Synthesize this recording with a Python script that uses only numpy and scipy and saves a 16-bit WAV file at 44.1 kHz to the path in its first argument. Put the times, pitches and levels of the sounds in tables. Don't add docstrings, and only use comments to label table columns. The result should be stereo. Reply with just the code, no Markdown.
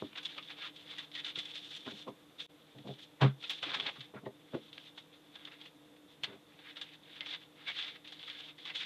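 import sys
import numpy as np
from scipy import signal
from scipy.fft import rfft, irfft
from scipy.io import wavfile

SR = 44100
rng = np.random.default_rng(int(sys.argv[2]) if len(sys.argv) > 2 else 0)


def convert_level_to_amplitude(level_db):
    exponent = np.asarray(level_db, float) / 20
    return 10 ** exponent


def inscribe(sig):
    pcm = np.round(np.clip(np.atleast_2d(sig).T, -1, 1) * 32767)
    wavfile.write(sys.argv[1], SR, pcm.astype(np.int16))


N = 390285


def rms_one(x):
    return x / np.sqrt(np.mean(x ** 2) + 1e-20)


def low_pass(x, hz):
    return signal.sosfilt(signal.butter(4, hz, fs=SR, output="sos"), x)


def drift(rate):
    r = np.exp(-2 * np.pi * rate / SR)
    return rms_one(signal.lfilter([1], [1, -2 * r, r * r], rng.standard_normal(N + SR))[SR:])


def resonate(x, peaks):
    out = 0
    for k, (hz, width, db) in enumerate(peaks):
        r = np.exp(-np.pi * width / SR)
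        b = (1 - r * r) / 2 * np.array([1, 0, -1])
        a = [1, -2 * r * np.cos(2 * np.pi * hz / SR), r * r]
        out = out + (-1) ** k * convert_level_to_amplitude(db) * signal.lfilter(b, a, x)
    return out


def ring(x, modes):
    out = 0
    for hz, db, t60 in modes:
        r = convert_level_to_amplitude(-60 / (t60 * SR))
        w = 2 * np.pi * hz / SR
        out = out + convert_level_to_amplitude(db) * signal.lfilter([0, np.sin(w)], [1, -2 * r * np.cos(w), r * r], x + 1e-18)
    return out


def held(s, hold, swell_db, rise, fall):
    start = max(round(s * SR) - SR // 10, 0)
    stop = min(round((s + hold) * SR) + SR // 5, N)
    age = np.arange(start, stop) / SR - s
    climb_db = rise * np.minimum(age, 0)
    hold_db = swell_db * np.clip(age / hold, 0, 1)
    fall_db = fall * np.maximum(age - hold, 0)
    return slice(start, stop), convert_level_to_amplitude(climb_db + hold_db - fall_db)


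def clicks(events):
    out = np.zeros(N)
    out[[round(s * SR) for s, db in events]] = convert_level_to_amplitude([db for s, db in events])
    return out


def grains(per_s, spread_db):
    sizes = convert_level_to_amplitude(spread_db * np.minimum(rng.exponential(1, N), 5)) * rng.choice([-1, 1], N)
    return rms_one(sizes * (rng.random(N) < per_s / SR))


# (frequency [Hz], width
# [Hz], level [dB])
PRESENCE_PEAKS = [(3035, 340, -7), (3500, 420, 5.5), (3610, 340, -11.5)]
# (frequency [Hz], width [Hz], level [dB])
FLUTTER_PEAKS = [(1650, 130, 1.5), (2067, 470, 5), (2690, 980, 7)]
# (frequency [Hz], width [Hz], level [dB])
SHEET_PEAKS = [(715, 420, 0), (906, 250, -4), (1295, 510, 3.5)]
# (frequency [Hz], width [Hz], level [dB])
FIZZ_PEAKS = [(5500, 2000, 13), (8200, 2100, -6.5)]


def paper_voice(fibres, grit, flutter, body, fizz):
    out = 0
    # strength, resonances, top cut Hz, share of the bending
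    layers = ((grit, PRESENCE_PEAKS, 4030, 0), (flutter, FLUTTER_PEAKS, 3100, 1),
              (body, SHEET_PEAKS, 2500, 1), (fizz, FIZZ_PEAKS, 10000, 0.3))
    for strength, peaks, cut_hz, bends in layers:
        steady, rung = 0, 0
        for peak in peaks:
            push = fibres * rng.choice([-1, 1], N)
            bending = convert_level_to_amplitude(bends * 4 * drift(15.4))
            steady = steady + resonate(push, [peak])
            rung = rung + resonate(push * strength * bending, [peak])
        out = out + low_pass(rung, cut_hz) / np.std(low_pass(steady, cut_hz))
    return out


def colour(action, depth_db):
    flutter_db, body_db, fizz_db = action
    return convert_level_to_amplitude([[0], [flutter_db + 0.54 * depth_db], [body_db + 0.96 * depth_db],
                [fizz_db - 0.29 * depth_db]])


# (time [s], hold [s], grit [dB], swell over the hold [dB], depth, how far the sheet joins in [dB])
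FIRST_STROKES = [(0.0, 0.025, -50, -9, 6), (.05, 0.047, -56.5, -5, 6), (.16, .11, -51.5, -4, 5),
                 (.29, 0.097, -52.5, 1, 8), (.43, 0.071, -54.5, 0.5, 0), (.5, 0.093, -56.5, -16, 16),
                 (.575, 0.097, -51, 7, 7), (.755, 0.078, -55.5, 0, -3), (.87, .17, -50.5, 0.5, 4),
                 (1.14, 0.06, -47.5, 0, 1), (1.25, 0.055, -40.5, -3, 1.5), (1.36, 0.033, -47, 6.5, -6),
                 (1.42, 0.094, -51.5, 3, -7), (1.55, 0.045, -45, -6, -5)]
# (time [s], peak [dB], rise [s], depth [dB])
FIRST_BITE_SWELLS = [(.1533, -34, 0.0068, 15), (0.1708, -22.5, 0.0065, 7.5), (0.2463, -24.5, 0.0099, -11),
                     (0.494, -34.5, 0.012, 7), (.6026, -36.5, 0.018, 1), (.643, -44, 0.0035, 15.5),
                     (.7572, -44, 0.0048, -11), (0.903, -32, 0.0094, -9), (0.979, -27, 0.009, -3),
                     (1.06, -55, 0.017, 18.5), (1.114, -32, 0.0036, -3), (1.1694, -34, 0.015, -2),
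                     (1.1994, -38, 0.0033, 5), (1.287, -41, 0.0059, -3), (1.381, -22.5, 0.01, -9),
                     (1.5465, -29.5, 0.017, -4)]
# (time [s], hold [s], grit [dB], swell [dB], depth [dB])
SHEET_SLIDES = [(1.618, 0.14, -52, 7.5, -13), (1.775, 0.25, -55.5, 6, -11), (2.399, 0.062, -52.5, -5, -17),
                (2.55, 0.28, -72.5, 6, 4), (2.872, 0.068, -57, 5, -4), (2.99, 0.044, -55, 5, -11),
                (3.413, .18, -50, 2, -6), (3.626, 0.27, -41, -5.5, 11), (3.904, 0.15, -57.5, 2, 2.5),
                (4.403, 0.29, -77, 20, 0), (4.734, 0.15, -59, 4.5, -3), (4.965, 0.063, -59, -4, -10),
                (5.129, 0.035, -64, 2, 7), (5.245, .1, -72, 5, 6), (5.351, 0.22, -60, -4.5, 10),
                (5.601, 0.077, -59, 0.5, 6), (5.727, 0.17, -86, -9, 2), (6.08, 0.039, -68, 6, -4)]
# (time [s], peak [dB], rise [s], depth [dB])
BUCKLE_SWELLS = [(1.7044, -40, 0.0076, 8), (1.76, -30.5, 0.0056, -15), (1.89, -43.5, 0.012, 2),
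                 (1.986, -40, 0.0052, -18), (2.38, -36, 0.02, 8), (2.78, -44, 0.0049, 12),
                 (2.8734, -44, .0094, 17), (2.9871, -47, 0.0052, 4), (3.424, -31, 0.0055, 3),
                 (3.497, -24, 0.0085, 4.5), (3.5294, -34, 0.0064, 1), (3.626, -22, 0.0071, 17),
                 (3.6794, -32, 0.025, 14), (3.7294, -24, 0.015, 12), (3.848, -30.5, 0.027, 21),
                 (3.95, -49, 0.012, 26), (4.003, -30.5, 0.0074, 3), (4.974, -36, .0074, 10),
                 (5.3527, -39, 0.0061, 8), (5.464, -37, 0.01, 14.5), (5.5094, -42, 0.011, 17.5),
                 (5.612, -39, 0.0036, 1), (5.653, -41.5, 0.0064, 10), (5.961, -50, 0.004, 18)]
# (time [s], hold [s], grit [dB], swell [dB], depth [dB])
SECOND_STROKES = [(6.243, 0.084, -47.5, -21, 7), (6.493, 0.11, -72, -2, 12), (6.618, 0.084, -63, 13, 12),
                  (6.763, 0.18, -55.5, -2.5, 3), (7.03, 0.15, -65, 15, 7), (7.214, 0.016, -47, -6, 16),
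                  (7.262, 0.089, -44.5, 2.5, 3), (7.4, 0.035, -60.5, 4, 0), (7.576, 0.08, -62.5, 6.5, 14),
                  (7.678, 0.037, -38.5, -3, 9.5), (7.738, .015, -47, 0, -3), (7.765, 0.125, -40.5, -2, 0),
                  (7.898, 0.066, -57, -0.5, 6), (8.061, 0.23, -56, 3.5, -3), (8.277, 0.22, -50.5, 0.5, 1),
                  (8.585, 0.083, -54, 2, 0), (8.675, 0.027, -46, 0, 7), (8.75, 0.12, -40.5, -1.5, -3)]
# (time [s], peak [dB], rise [s], depth [dB])
SECOND_BITE_SWELLS = [(6.5804, -48, 0.011, 15), (6.695, -42, 0.0089, 8), (6.757, -42, .004, 6),
                      (6.933, -36.5, 0.0074, -7), (7.319, -36, 0.02, 6), (7.666, -37.5, 0.023, 13),
                      (7.7179, -40, 0.0026, 1), (7.7433, -46, 0.004, 0), (7.775, -29.5, 0.017, 0),
                      (7.824, -33, 0.014, 0), (7.9544, -38, .0052, 13), (8.042, -39, 0.007, 1),
                      (8.1923, -40, .0043, 2), (8.2924, -31, 0.0095, 2), (8.36, -41, 0.05, -14),
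                      (8.579, -42, 0.009, -4), (8.694, -35, 0.0095, 13.5), (8.75, -35, 0.012, -27),
                      (8.796, -36, 0.0085, -3)]
# (time [s], hold [s], grit [dB], swell [dB], depth [dB])
SHEET_JOLTS = [
    (.02, 0.0087, -60, -6, 15),
    (1.866, 0.04, -49, -12.5, 17.5),
    (2.08, 0.009, -54.5, -0.5, 12),
    (3.216, 0.084, -31, -27, 23),
    (4.145, 0.02, -64.5, 0.5, 32.5),
    (4.258, 0.01, -57, -6, 16),
    (4.538, 0.013, -58, 1, 20),
    (6.27, 0.083, -70, 2, 26),
]


def strokes():
    fibres = rms_one(grains(5000, 0) * convert_level_to_amplitude(1.5 * drift(47)))
    # flutter, body and fizz, dB re grit at depth 0
    slide_colour = (-11, -19.5, -21)
    rest_db = -80.5 + 1.16 * drift(5.7)
    strengths = convert_level_to_amplitude(rest_db) * colour(slide_colour, 9.5)
    # strokes, swells, colour, rise and fall in dB per s
    actions = ((FIRST_STROKES, FIRST_BITE_SWELLS, (-11.5, -22.5, -22.5), 1009, 568),
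               (SHEET_SLIDES, BUCKLE_SWELLS, slide_colour, 1009, 568),
               (SECOND_STROKES, SECOND_BITE_SWELLS, (-8, -24.5, -25.5), 1009, 568),
               (SHEET_JOLTS, [], (-13, -17.5, -14), 2500, 800))
    for rows, swells, action, rise, fall in actions:
        for s, hold, db, swell_db, depth_db in rows:
            span, shape = held(s, hold, swell_db, rise, fall)
            strengths[:, span] += convert_level_to_amplitude(db - 9.5) * shape * colour(action, depth_db)
        for s, db, rise_s, depth_db in swells:
            at = round(s * SR)
            age = np.arange(SR // 20) / SR / rise_s
            shape = (age * np.exp(1 - age)) ** 2
            strengths[:, at:at + len(age)] += convert_level_to_amplitude(db - 22.5) * shape * colour(action, depth_db)
    return paper_voice(fibres, *strengths)


# (time [s], peak [dB], flutter re peak [dB], fizz re peak [dB], t60 [s])
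FIRST_CUT_SNAPS = [
    (0.128, -47, 6, -24, 0.051),
    (0.228, -38.5, -8, -15, 0.13),
    (0.381, -34, -3, -35, 0.068),
    (0.4246, -34.5, -28, -30, 0.041),
    (1.149, -27.5, -20, -27, 0.11),
    (1.2435, -27.5, -30, -25, 0.058),
    (1.355, -27.5, -30, -33, 0.071),
    (1.452, -33.5, -11, -13, 0.044),
]
# (time [s], peak [dB], flutter re peak [dB], fizz re peak [dB], t60 [s])
CREASE_SNAPS = [
    (2.3994, -29, -20, -36, 0.072),
    (3.2125, -31, -28, -47, 0.2),
    (3.4363, -27.5, -11, -38, 0.11),
    (3.494, -24, -16, -19, 0.15),
    (3.797, -20.5, -4.5, -43, 0.048),
    (3.862, -18.5, -36, -55, 0.069),
    (4.2583, -47, 1.5, -34, 0.03),
    (4.7284, -33.5, -29, -38, 0.039),
    (4.7782, -27.5, -5, -35, 0.016),
    (5.45, -30.5, -20, -22, 0.038),
]
# (time [s], peak [dB], flutter re peak [dB], fizz re peak [dB], t60 [s])
SECOND_CUT_SNAPS = [(6.2334, -21.5, -10, -19, 0.066), (6.24, -23, -8, -42, 0.038),
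                    (6.767, -29.5, -7, -27, 0.072), (6.8118, -26.5, -12, -21, 0.09),
                    (7.208, -26.5, -36, -38, 0.036), (7.261, -34.5, -1.5, -39, 0.061),
                    (8.073, -34.5, -28, -24, 0.11), (8.1215, -30.5, -11, -23, 0.068),
                    (8.232, -34, -10, -32, 0.044), (8.278, -37, 1, -20, 0.089),
                    (8.651, -33.5, -10.5, -22, 0.17), (8.753, -40, -15, -40, 0.081)]


def snaps():
    strengths = np.zeros((4, N))
    for s, db, flutter_db, fizz_db, t60 in FIRST_CUT_SNAPS + CREASE_SNAPS + SECOND_CUT_SNAPS:
        at = round(s * SR)
        age = np.arange(min(N - at, SR // 8)) / SR
        shape = convert_level_to_amplitude(db - 15.5 - 60 * age / t60) * np.minimum(age / 0.0027, 1)
        strengths[:, at:at + len(age)] += shape * convert_level_to_amplitude([[0], [flutter_db], [flutter_db - 6.5], [fizz_db]])
    return paper_voice(grains(12000, 0.94), *strengths)


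# (time [s], peak [dB])
BLADE_TICKS = [(0.38, -30), (3.799, -33), (4.7298, -38), (4.7434, -51), (4.7808, -31), (5.45, -40.5),
               (6.2356, -22), (6.241, -24), (6.247, -28), (7.208, -22), (7.261, -31), (8.076, -36)]
# (time [s], peak [dB])
MORE_TICKS = [(0.3219, -40.5), (0.4254, -50), (0.8036, -43), (1.9044, -42), (3.4273, -38), (3.5349, -31),
              (3.6287, -32), (3.7445, -22), (3.809, -25), (7.718, -28), (7.826, -24), (8.0511, -41),
              (8.2294, -31.5), (8.3004, -26), (8.6604, -29), (8.7054, -32), (8.753, -28)]


def ticks():
    blows = clicks(MORE_TICKS) * convert_level_to_amplitude(-1.5) + clicks(BLADE_TICKS)
    return convert_level_to_amplitude(17) * low_pass(resonate(blows, [(2330, 1230, -7), (3230, 600, 1.5)]), 5000)


# (time [s], level [dB], t60 [s])
CREASE_CRACKS = [
    (1.39, -78, .06),
    (1.58, -78, .05),
    (1.76, -78, .06),
    (3.503, -58, 0.042),
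    (6.2355, -63, .03),
    (6.813, -80, 0.025),
]


def cracks():
    out = np.zeros(N)
    age = np.arange(SR // 10) / SR
    for s, db, t60 in CREASE_CRACKS:
        hiss = np.diff(rng.standard_normal(len(age) + 1))
        out[round(s * SR):][:len(age)] += convert_level_to_amplitude(db - 60 * age / t60) * np.minimum(age / 0.002, 1) * hiss
    return out


def rubbed_note(out, s, hold, hz, db, width):
    span, shape = held(s, hold, 0, 2200, 1660)
    rub = rng.standard_normal(SR)[:len(shape)] * shape
    rung = resonate(resonate(rub, [(hz, width, 0)]), [(hz, 4 * width, 0)])
    out[span] += convert_level_to_amplitude(db - 0.5) * rung / np.abs(rung).max()


# (time [s], hold [s], frequency [Hz], level [dB])
PATCH_SINGS = [(0.173, 0.013, 1490, -54), (0.379, 0.0081, 1180, -49.5), (0.621, 0.044, 1290, -53),
               (0.916, 0.016, 2200, -54), (0.978, 0.021, 1950, -51), (1.155, 0.039, 1915, -50),
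               (1.27, 0.014, 1370, -57.5), (1.358, 0.023, 1360, -59), (1.38, 0.015, 2080, -48),
               (1.87, 0.012, 1050, -55), (1.876, .008, 1500, -53), (1.898, .008, 2230, -60),
               (2.075, 0.015, 1014, -46), (3.209, .012, 950, -42), (3.436, 0.0077, 1420, -51.5),
               (3.439, 0.0076, 2600, -48), (3.5, 0.012, 2425, -48), (3.493, 0.023, 1840, -55),
               (3.533, .01, 2780, -51), (4.257, 0.0088, 1890, -53.5), (6.237, .012, 4250, -44),
               (7.21, 0.011, 2115, -47), (7.671, 0.034, 2220, -42), (7.699, 0.012, 1880, -48),
               (7.777, .1, 1980, -63)]


def sings():
    out = np.zeros(N)
    for s, hold, hz, db in PATCH_SINGS:
        rubbed_note(out, s, hold, hz, db, 90)
    return out


# (time [s], hold [s], frequency [Hz], level [dB])
TABLE_NOTES = [(0.035, .012, 276, -46.5), (1.87, 0.018, 235, -50), (1.916, .02, 194, -53.5),
               (2.077, 0.0093, 503, -45), (2.08, 0.023, 274, -50.5), (2.886, 0.032, 400, -52),
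               (3.225, .03, 253, -40), (3.225, 0.029, 211, -31), (3.222, 0.022, 780, -44),
               (3.227, 0.035, 1030, -40), (3.664, 0.012, 298, -48), (3.764, .01, 249, -53),
               (4.147, .012, 200, -49), (4.263, 0.0086, 820, -46), (4.275, 0.012, 251, -54),
               (4.542, 0.0076, 332, -36), (4.55, 0.028, 503, -45), (4.547, .008, 690, -55)]


def table_notes():
    out = np.zeros(N)
    for s, hold, hz, db in TABLE_NOTES:
        rubbed_note(out, s, hold, hz, db, 0.15 * hz)
    return out


# (time [s], hold [s], push [dB], thud re push [dB], boom re push [dB])
TABLE_BUMPS = [(0.024, 0.0077, -51, 8, -7.5), (1.374, 0.0066, -53, -4, -28), (1.864, 0.013, -49.5, 0, -7.5),
               (1.916, 0.0093, -59, 5, -5), (2.071, 0.014, -49.5, 1, -22), (2.75, 0.041, -60.5, 6, 5),
               (2.848, 0.019, -54, 7.5, 6.5), (2.886, 0.02, -48.5, 2, -5), (3.219, 0.03, -35, -3, -12),
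               (3.619, 0.27, -56.5, -5, -35), (3.978, 0.0083, -68.5, 10, 18),
               (4.144, 0.018, -49, 0.5, -6.5), (4.23, 0.0091, -54, 3, 4.5), (4.265, 0.007, -43, -6, -16),
               (4.537, 0.0076, -37.5, 0, -18), (6.233, .01, -61, 2, -12), (6.27, 0.086, -58.5, -1.5, -15)]
# (frequency [Hz], level [dB], t60 [s])
TABLE_MODES = [(402, -6.5, 0.081), (435, -6.5, 0.043), (479, -10.5, 0.065), (514, -5, 0.038),
               (634, -5, 0.034), (637, -14, 0.036), (724, -44, 0.083)]
# (frequency [Hz], level [dB], t60 [s])
THUD_MODES = [(218, -7, 0.32), (256.5, -3, 0.088), (294, -0.5, 0.082)]
# (frequency [Hz], width [Hz], level [dB])
BOOM_PEAK = [(134.2, 36, -1)]


def bumps():
    push, thud, boom = strengths = np.zeros((3, N))
    for s, hold, db, thud_db, boom_db in TABLE_BUMPS:
        span, shape = held(s, hold, 0, 2200, 650)
        strengths[:, span] += shape * convert_level_to_amplitude([[db - 5.0], [db + thud_db - 7.5], [db + boom_db - 8.0]])
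    contact = grains(2500, 0.89)
    out = ring(contact * push, TABLE_MODES) / np.std(ring(contact, TABLE_MODES))
    out = out + ring(contact * thud, THUD_MODES) / np.std(ring(contact, THUD_MODES))
    steady_boom = resonate(resonate(contact, BOOM_PEAK), BOOM_PEAK)
    return out + resonate(resonate(contact * boom, BOOM_PEAK), BOOM_PEAK) / np.std(steady_boom)


# (time [s], peak [dB])
EDGE_KNOCKS = [(0.023, -25.5), (1.877, -32), (2.079, -40), (2.089, -41.5), (2.873, -35), (3.222, -15),
               (3.242, -19.5), (3.259, -26), (4.139, -38), (4.153, -40), (4.267, -34), (4.535, -34),
               (4.548, -27)]


def knocks():
    strikes = clicks(EDGE_KNOCKS)
    return convert_level_to_amplitude(-14.5) * ring(strikes, TABLE_MODES) + convert_level_to_amplitude(20.5) * resonate(strikes, [(700, 880, 0.0077)])


# (time [s], hold [s], frequency [Hz], level [dB], fall [dB per s])
HAND_SLAP = (3.222, .03, 135, -27, 330)


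def slap():
    s, hold, hz, db, fall = HAND_SLAP
    out = np.zeros(N)
    span, shape = held(s, hold, 3.0, 2200, fall)
    out[span] = convert_level_to_amplitude(db) * shape * np.sin(2 * np.pi * hz * np.arange(len(shape)) / SR)
    return out


def room(x):
    age = np.arange(SR // 2) / SR
    tail = rng.standard_normal(len(age)) * convert_level_to_amplitude(-60 * age / 0.11) * (age > 0.004)
    tail = signal.lfilter([1], [1, -0.6], tail)
    return signal.fftconvolve(x, tail / np.linalg.norm(tail))[:N]


# (frequency [Hz], width [Hz], level [dB])
FAN_BANDS = [(380, 45, -93), (478, 45, -75), (3580, 150, -82)]
# (frequency [Hz], level [dB], pitch wander [share])
FAN_TONES = [(154, -77, 0.01198), (297.8, -71, 0.005)]


def far_fan():
    out = np.zeros(N)
    for hz, width, db in FAN_BANDS:
        out += convert_level_to_amplitude(db) * rms_one(resonate(rng.standard_normal(N), [(hz, width, 0)]))
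    for hz, db, wander in FAN_TONES:
        level_db = db + 0.74 * drift(2.7)
        turn = np.cumsum(hz * (1 + wander * drift(3.26))) / SR
        out += convert_level_to_amplitude(level_db) * np.sin(2 * np.pi * turn)
    return out


# (frequency [Hz], density [dB per Hz])
AIR_SPECTRUM = [(18, -51), (30, -32), (123, -14.5), (151, -9), (259, -13.5), (295, -2.5), (481, -28),
                (561, -19), (621, -15.5), (2300, -25), (3470, -24.5), (4490, -34), (13900, -35.5)]


def room_air():
    hz = np.fft.rfftfreq(N, 1 / SR) + 1
    knee_hz, air_db = np.transpose(AIR_SPECTRUM)
    shape = convert_level_to_amplitude(np.interp(np.log(hz), np.log(knee_hz), air_db))
    return convert_level_to_amplitude(-63.5 - 6.5) * rms_one(irfft(rfft(rng.standard_normal(N)) * shape, N))


def scene():
    paper = strokes() + snaps() + ticks() + cracks() + sings()
    table = low_pass(bumps() + knocks(), 1070) + table_notes() + slap()
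    near = signal.sosfilt(signal.butter(4, 105, "high", fs=SR, output="sos"), paper + table)
    return np.tile(near + convert_level_to_amplitude(-16) * room(near) + far_fan() + room_air(), (2, 1))


def roll_off(x):
    return signal.sosfilt(signal.butter(12, 15230, fs=SR, output="sos"), x)


# (time [s], level [dB])
GAP = [
    (2.465, 7),
    (2.466, -24),
    (2.485, -13),
    (2.499, 6),
]


def record(dry):
    hiss = signal.sosfilt(signal.butter(2, 5000, "high", fs=SR, output="sos"), rng.standard_normal(N))
    unlike = convert_level_to_amplitude(-95 + 1.5 * drift(10.0)) * hiss + convert_level_to_amplitude(-44.5) * drift(300) * dry[0]
    top_cut = signal.ellip(10, 1, 60, 14000, fs=SR, output="sos")
    heard = signal.sosfilt(top_cut, dry + unlike * [[1], [-1]])
    gap = convert_level_to_amplitude(np.interp(np.arange(N) / SR, *np.transpose(GAP)))
    mix = heard * gap + convert_level_to_amplitude(-91) * low_pass(hiss, 12000)
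    return roll_off(mix)


dry = scene()
out = record(dry)
inscribe(out)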